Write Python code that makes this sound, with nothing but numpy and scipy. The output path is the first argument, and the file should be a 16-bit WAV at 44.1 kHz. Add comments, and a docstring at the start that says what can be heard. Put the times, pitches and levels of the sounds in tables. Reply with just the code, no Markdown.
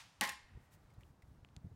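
"""A hockey puck cracks into a thin holed board that leans on metal lawn chairs.
The panel thuds, rings and clatters against the chairs; fence and house scatter the sound over the lawn.
Of the stick's shot, just before the start, only a fading echo is heard. Underneath and afterwards:
quiet outdoor air, faint rustles and scuffs, small ticks close by and puffs of wind on the microphone."""
import sys
import numpy as np
from scipy import signal
from scipy.fft import rfft, irfft, next_fast_len
from scipy.io import wavfile
from scipy.ndimage import uniform_filter1d

SR = 44100
rng = np.random.default_rng(int(sys.argv[2]) if len(sys.argv) > 2 else 0)


def master(y):
    """Save y as 16-bit WAV."""
    cut = np.clip(np.atleast_2d(y).T, -1, 1)
    pcm = np.round(cut * 32767)  # scale
    wavfile.write(sys.argv[1], SR, pcm.astype(np.int16))


N = 77175
TIME = np.arange(N) / SR

# The puck hits the board, then the board knocks on the chairs. 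Each row: start in seconds,
# crack level in dB, ring level in dB, crack decay (t60) in seconds, centre of the ring in Hz.
BLOWS = [(0.2105, -32, -31.5, 0.041, 1580), (0.222, -69, -34.5, 0.022, 1740),
         (0.2345, -41, -40, 0.067, 2190), (0.2392, -41.5, -55, 0.021, 1960),
         (0.2477, -46, -43.5, 0.079, 2400), (0.2725, -44.5, -44, 0.067, 1170),
         (0.2873, -47, -44.5, 0.02, 2020), (0.2918, -38, -47, 0.034, 2620),
         (0.3205, -49.5, -55, 0.024, 1840)]
IMPACT_S = BLOWS[0][0]


def amp(db):
    """Decibels to gain."""
    return 10 ** (np.asarray(db) / 20)


def at_hz(points, hz):
    """Read a curve on a log-frequency axis."""
    freqs, values = np.array(points, float).T
    return np.interp(np.log(np.maximum(hz, 1)), np.log(freqs), values)


def fader(points):
    """A level ride drawn in straight lines between (seconds, dB) points, in dB."""
    return np.interp(TIME, *np.array(points).T)


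def colour(x, points):
    """Causal EQ through (Hz, relative dB) points; white noise keeps its power."""
    size = 2 * next_fast_len(N)
    gain = amp(at_hz(points, np.arange(size // 2 + 1) * SR / size))
    cepstrum = irfft(np.log(gain / np.sqrt(np.mean(gain ** 2))))
    # minimum phase: nothing rings ahead of an attack
    cepstrum[1:size // 2] *= 2
    cepstrum[size // 2 + 1:] = 0
    return irfft(rfft(x, size) * np.exp(rfft(cepstrum)))[:N]


def noise():
    """White noise."""
    return rng.standard_normal(N)


def grit(spread_db):
    """Noise of tiny clicks of unequal size, their gain capped at 1.6 spreads above the usual."""
    grains = noise() * amp(spread_db * np.minimum(noise(), 1.6))
    return grains / grains.std()


def drift(rate_hz):
    """Smooth random wander with a spread of 1."""
    hold = int(SR / rate_hz)
    steps = np.repeat(noise()[:N // hold + 1], hold)
    smooth = uniform_filter1d(uniform_filter1d(steps, hold), hold)[:N]
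    return smooth / smooth.std()


def since(start):
    """Seconds since a moment, zero before it."""
    return np.maximum(TIME - start, 0)


def attack(start, rise_s):
    """Soft onset that climbs from 0 towards 1."""
    return 1 - np.exp(-since(start) / rise_s)


def fade(start, t60):
    """Sudden start, then a fall of 60 dB every t60 seconds."""
    age = since(start)
    return (age > 0) * np.exp(-np.log(1000) * age / t60)


def mode(start, hz, t60):
    """One decaying vibration."""
    return fade(start, t60) * np.sin(2 * np.pi * hz * since(start))


def unit_energy(response):
    """Scale a response to unit energy."""
    return response / np.sqrt(np.sum(response ** 2))


def air():
    """Distant neighbourhood hush that swells a little."""
    # Tone of the hush. Each row: frequency in Hz, relative level in dB.
    tone = [(100, -3), (220, -3), (350, -8), (550, -4), (900, 0), (1500, -5.5), (2500, -14.5),
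            (5000, -18.5), (9000, -23.5), (13000, -33), (15500, -35)]
    # Its level ride. Each row: time in seconds, level in dB.
    ride = [(0, -76), (.4, -72.5), (.65, -74.5), (.92, -71.5), (1.15, -74), (1.45, -74), (1.75, -75)]
    return colour(noise(), tone) * amp(fader(ride) - 0.83 * drift(rate_hz=2.4))


def breeze():
    """The soft low-mid rush of air round the microphone, which comes up after the strike."""
    # Tone of the rush. Each row: frequency in Hz, relative level in dB.
    tone = [(100, -17), (270, 0), (450, -2.5), (700, -6), (1500, -33.5)]
    # Its level ride. Each row: time in seconds, level in dB.
    ride = [(0, -92.5), (.45, -86), (.6, -79.5), (.9, -77.5), (1.1, -79), (1.35, -76), (1.6, -80),
            (1.66, -72), (1.75, -83)]
    return colour(noise(), tone) * amp(fader(ride))


def wind():
    """Low uneven rumble; each puff is a bump of pressure between two dips, with fine eddies inside."""
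    # Tone of the rumble. Each row: frequency in Hz, relative level in dB.
    tone = [(20, -31.5), (40, -8), (65, 4), (120, 0.5), (200, -6.5), (320, -16), (600, -49)]
    # Wind strength. Each row: time in seconds, level in dB.
    ride = [(0, -73.5), (.38, -69), (.46, -71.5), (.6, -62.5), (.68, -72.5), (.8, -67), (.88, -65),
            (1.1, -64), (1.17, -69.5), (1.25, -66.5), (1.41, -64.5), (1.53, -66), (1.75, -65)]
    # Puffs on the microphone. Each row: centre in seconds, level in dB, half width in seconds.
    puffs = [(0.444, -62, 0.0082), (0.559, -44.5, 0.0035), (0.5755, -44, 0.0022), (0.621, -63, 0.0053),
             (0.854, -55.5, 0.004), (0.9852, -44.5, 0.0026), (1.028, -55.5, 0.0023), (1.055, -61, .0035),
             (1.08, -59, 0.0023), (1.107, -51.5, 0.0028), (1.241, -54.5, 0.0039), (1.302, -54.5, 0.0022),
             (1.392, -57.5, 0.0059), (1.4324, -51, 0.0028), (1.5726, -43, 0.0023), (1.6481, -39, .0021),
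             (1.659, -44, 0.0016), (1.6708, -42.5, 0.0021), (1.68, -52.5, 0.0019), (1.7183, -49, 0.0025),
             (1.728, -51, 0.0024)]
    eddy_db, eddy_hz = -22, 392
    out = colour(noise(), tone) * amp(fader(ride) + 2.2 * drift(rate_hz=22))
    eddy_band = signal.butter(2, [eddy_hz / 2, eddy_hz * 1.22], "band", fs=SR, output="sos")
    eddies = signal.sosfilt(eddy_band, noise())
    eddies = amp(eddy_db) * eddies / eddies.std()
    for centre, db, half_width in puffs:
        offset = (TIME - centre) / half_width
        bump = (1 - offset ** 2) * np.exp(-.5 * offset ** 2)
        out += amp(db) * (bump + eddies * np.exp(-.5 * np.abs(offset)))
    return out


def rustles():
    """Soft, high, grainy brushing sounds that fade in and out."""
    # The rustles. Each row: centre in seconds, level in dB, half length in seconds.
    brushes = [(0.64, -80.5, 0.031), (0.737, -69.5, 0.014), (0.825, -86, 0.05), (0.94, -77, 0.0029),
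               (1.058, -81.5, 0.049), (1.275, -86, 0.027)]
    # Their tone. Each row: frequency in Hz, relative level in dB.
    tone = [(800, -12), (1800, 5), (3400, 1), (8000, 2), (12700, 0), (15500, 0.5)]
    swells = sum(amp(db) * np.exp(-.5 * ((TIME - centre) / half) ** 2) for centre, db, half in brushes)
    return colour(grit(spread_db=7) * swells, tone)


def scuffs():
    """Brief dull scrapes with one broad resonance."""
    # The scrapes. Each row: start in seconds, level in dB, decay (t60) in seconds.
    scrapes = [(0.900, -72, .1), (1.0075, -66, .06), (1.2215, -63, .035)]
    # Their tone. Each row: frequency in Hz, relative level in dB.
    tone = [(700, -24), (1500, -13), (1900, 0), (2300, -2), (2800, -15), (6000, -18), (14000, -24)]
    envelope = sum(amp(db) * fade(start, t60) for start, db, t60 in scrapes)
    return colour(noise() * envelope, tone)


def ticks():
    """Tiny dry clicks close by: pings that swell and die within milliseconds, each with a little rasp."""
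    # The clicks. Each row: start in seconds, level in dB, pitch in Hz, decay (t60) in seconds.
    clicks = [(0.9395, -69.5, 6100, 0.0016), (0.946, -72, 3900, 0.0068), (1.034, -54, 2850, 0.0023),
              (1.4476, -56, 900, .002), (1.4479, -47.5, 2770, 0.0018), (1.4886, -58, 2900, 0.00088),
              (1.5649, -41.5, 3780, 0.00069), (1.5651, -47.5, 7650, 0.00073)]
    # Tone of the rasp. Each row: frequency in Hz, relative level in dB.
    rasp_tone = [(300, 5), (900, 0), (3000, -13), (7000, -11), (15000, -29)]
    pings = rasp_envelope = 0
    for start, db, hz, t60 in clicks:
        swell = np.e * np.log(1000) * since(start) / t60  # swell times decay peaks at 1
        pings += amp(db) * swell * mode(start, hz, t60)
        rasp_envelope += amp(db) * fade(start, t60=0.0095)
    return pings + amp(-15) * colour(rasp_envelope * noise(), rasp_tone)


def shot_echo():
    """The last of the stick's slap dies away in the yard, fast at first, then slowly."""
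    # Tone of the echo. Each row: frequency in Hz, relative level in dB.
    tone = [(120, -67), (400, -25), (550, -9.5), (900, -1), (1300, -2.5), (3200, -3), (6000, -7.5),
            (9300, -15.5), (15500, -29)]
    tail = fade(0, t60=0.16) + amp(-6.5) * fade(0, t60=1)
    return amp(-57.5) * colour(noise() * tail, tone)


def yard(source):
    """Short scatter from fence and house, and a long faint answer from distant houses."""
    # Tone of the scatter. Each row: frequency in Hz, relative level in dB.
    tone = [(100, -28), (220, -14.5), (450, -22.5), (950, -0.5), (1400, -1.5), (2200, -0.5), (3000, -0.5),
            (6000, -4.5), (10000, 1), (15000, -19)]
    # How long it hangs in the yard. Each row: frequency in Hz, decay (t60) in seconds.
    decay_times = [(200, 0.3), (1000, 0.32), (2200, 0.25), (5000, 0.42), (9000, 0.25), (15000, 0.21)]
    predelay_s, near_db, far_db, far_hz = 0.008, -14.5, -30, 2020
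    hz, age, bands = signal.stft(noise(), SR, nperseg=256)
    decay = np.exp(-np.log(1000) * np.maximum(age - predelay_s, 0) / at_hz(decay_times, hz)[:, None])
    scatter = signal.istft(bands * decay, SR)[1][:N]
    near = colour(scatter * attack(predelay_s, rise_s=0.022), tone)
    far = signal.lfilter(*signal.iirpeak(far_hz, Q=1, fs=SR), noise()) * fade(predelay_s, t60=1.3)
    response = amp(near_db) * unit_energy(near) + amp(far_db) * unit_energy(far)
    return signal.fftconvolve(source, response)[:N]


def board():
    """The panel thuds once; each blow rings the modes near its own centre, over a blur of crowded ones."""
    # The whole panel flexing under the puck. Each row: pitch in Hz, level in dB, decay (t60) in seconds.
    thud_modes = [(183, -45, 0.054), (209, -38.5, 0.11), (266, -42, .11), (347, -44, 0.088),
                  (478, -48, 0.067)]
    # The board's ring. Each row: pitch in Hz, relative level in dB, decay (t60) in seconds.
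    ring_modes = [(552, -7, 0.14), (715, -17.5, 0.24), (841.3, -1.5, 0.2), (1055, -10, 0.26),
                  (1250, -20, 0.085), (1380, -12, 0.049), (1610, -19.5, 0.45), (1719, -17.5, 0.086),
                  (1694, -29, 0.11), (1901.5, 1.5, 0.065), (2095, -13.5, 0.078), (2143, -13, 0.39),
                  (2383, -13, 0.24), (2677, -16.5, 0.12)]
    # Tone of the crowded modes. Each row: frequency in Hz, relative level in dB.
    blur_tone = [(100, -13.5), (200, -4), (380, -9), (620, -10.5), (800, -2.5), (1080, 1.5), (1450, -6),
                 (1800, 5), (2200, 0.5), (2700, -10), (4500, -11), (9000, -22.5)]
    focus_db = 3  # loss of ring per squared octave away from a blow's centre
    thud = sum(amp(db) * mode(IMPACT_S, hz, t60) for hz, db, t60 in thud_modes)
    thud *= attack(IMPACT_S, rise_s=0.0051)
    ring = blur = 0
    for start, _, ring_db, _, centre_hz in BLOWS:
        swell = amp(ring_db) * attack(start, rise_s=0.0069)
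        for hz, db, t60 in ring_modes:
            octaves_away = np.log2(hz / centre_hz)
            ring += swell * amp(db - focus_db * octaves_away ** 2) * mode(start, hz, t60)
        blur += swell * fade(start, t60=0.12) * noise()
    return thud + ring + amp(2) * colour(blur, blur_tone)


def cracks():
    """The puck snaps and crunches into the board; every blow adds a gritty crack of tiny fractures."""
    # The puck's first hard contact. Each row: time in seconds, level before the EQ in dB.
    snaps = [(0.21075, -18.5), (0.2113, -15)]
    # Bright tone of the cracks. Each row: frequency in Hz, relative level in dB.
    tone = [(100, -39), (200, -10), (420, -20), (700, -14), (1400, -3), (2600, 4), (3700, 2), (4900, -2),
            (7000, -3), (10300, -6), (13000, -6.5), (15500, -27)]
    envelope = sum(amp(crack_db) * fade(start, t60) for start, crack_db, _, t60, _ in BLOWS)
    out = envelope * grit(spread_db=5.5)
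    out += amp(-27) * fade(IMPACT_S, t60=0.0081) * noise()  # fibres giving way under the puck
    for k, (start, db) in enumerate(snaps):
        out[int(start * SR)] += (-1) ** k * amp(db)  # a push, then a pull
    return colour(out, tone)


def scene():
    """The strike and its echo in the yard, over the air and the small close sounds, in mono."""
    strike = cracks() + board()
    mix = shot_echo() + strike + yard(strike) + ticks() + rustles() + wind() + air() + breeze() + scuffs()
    return mix[None]


def record(dry):
    """A steep low-pass takes off the very top."""
    top_hz = 15800
    return signal.sosfilt(signal.ellip(8, .2, 70, top_hz, fs=SR, output="sos"), dry)


dry = scene()
out = record(dry)
master(out)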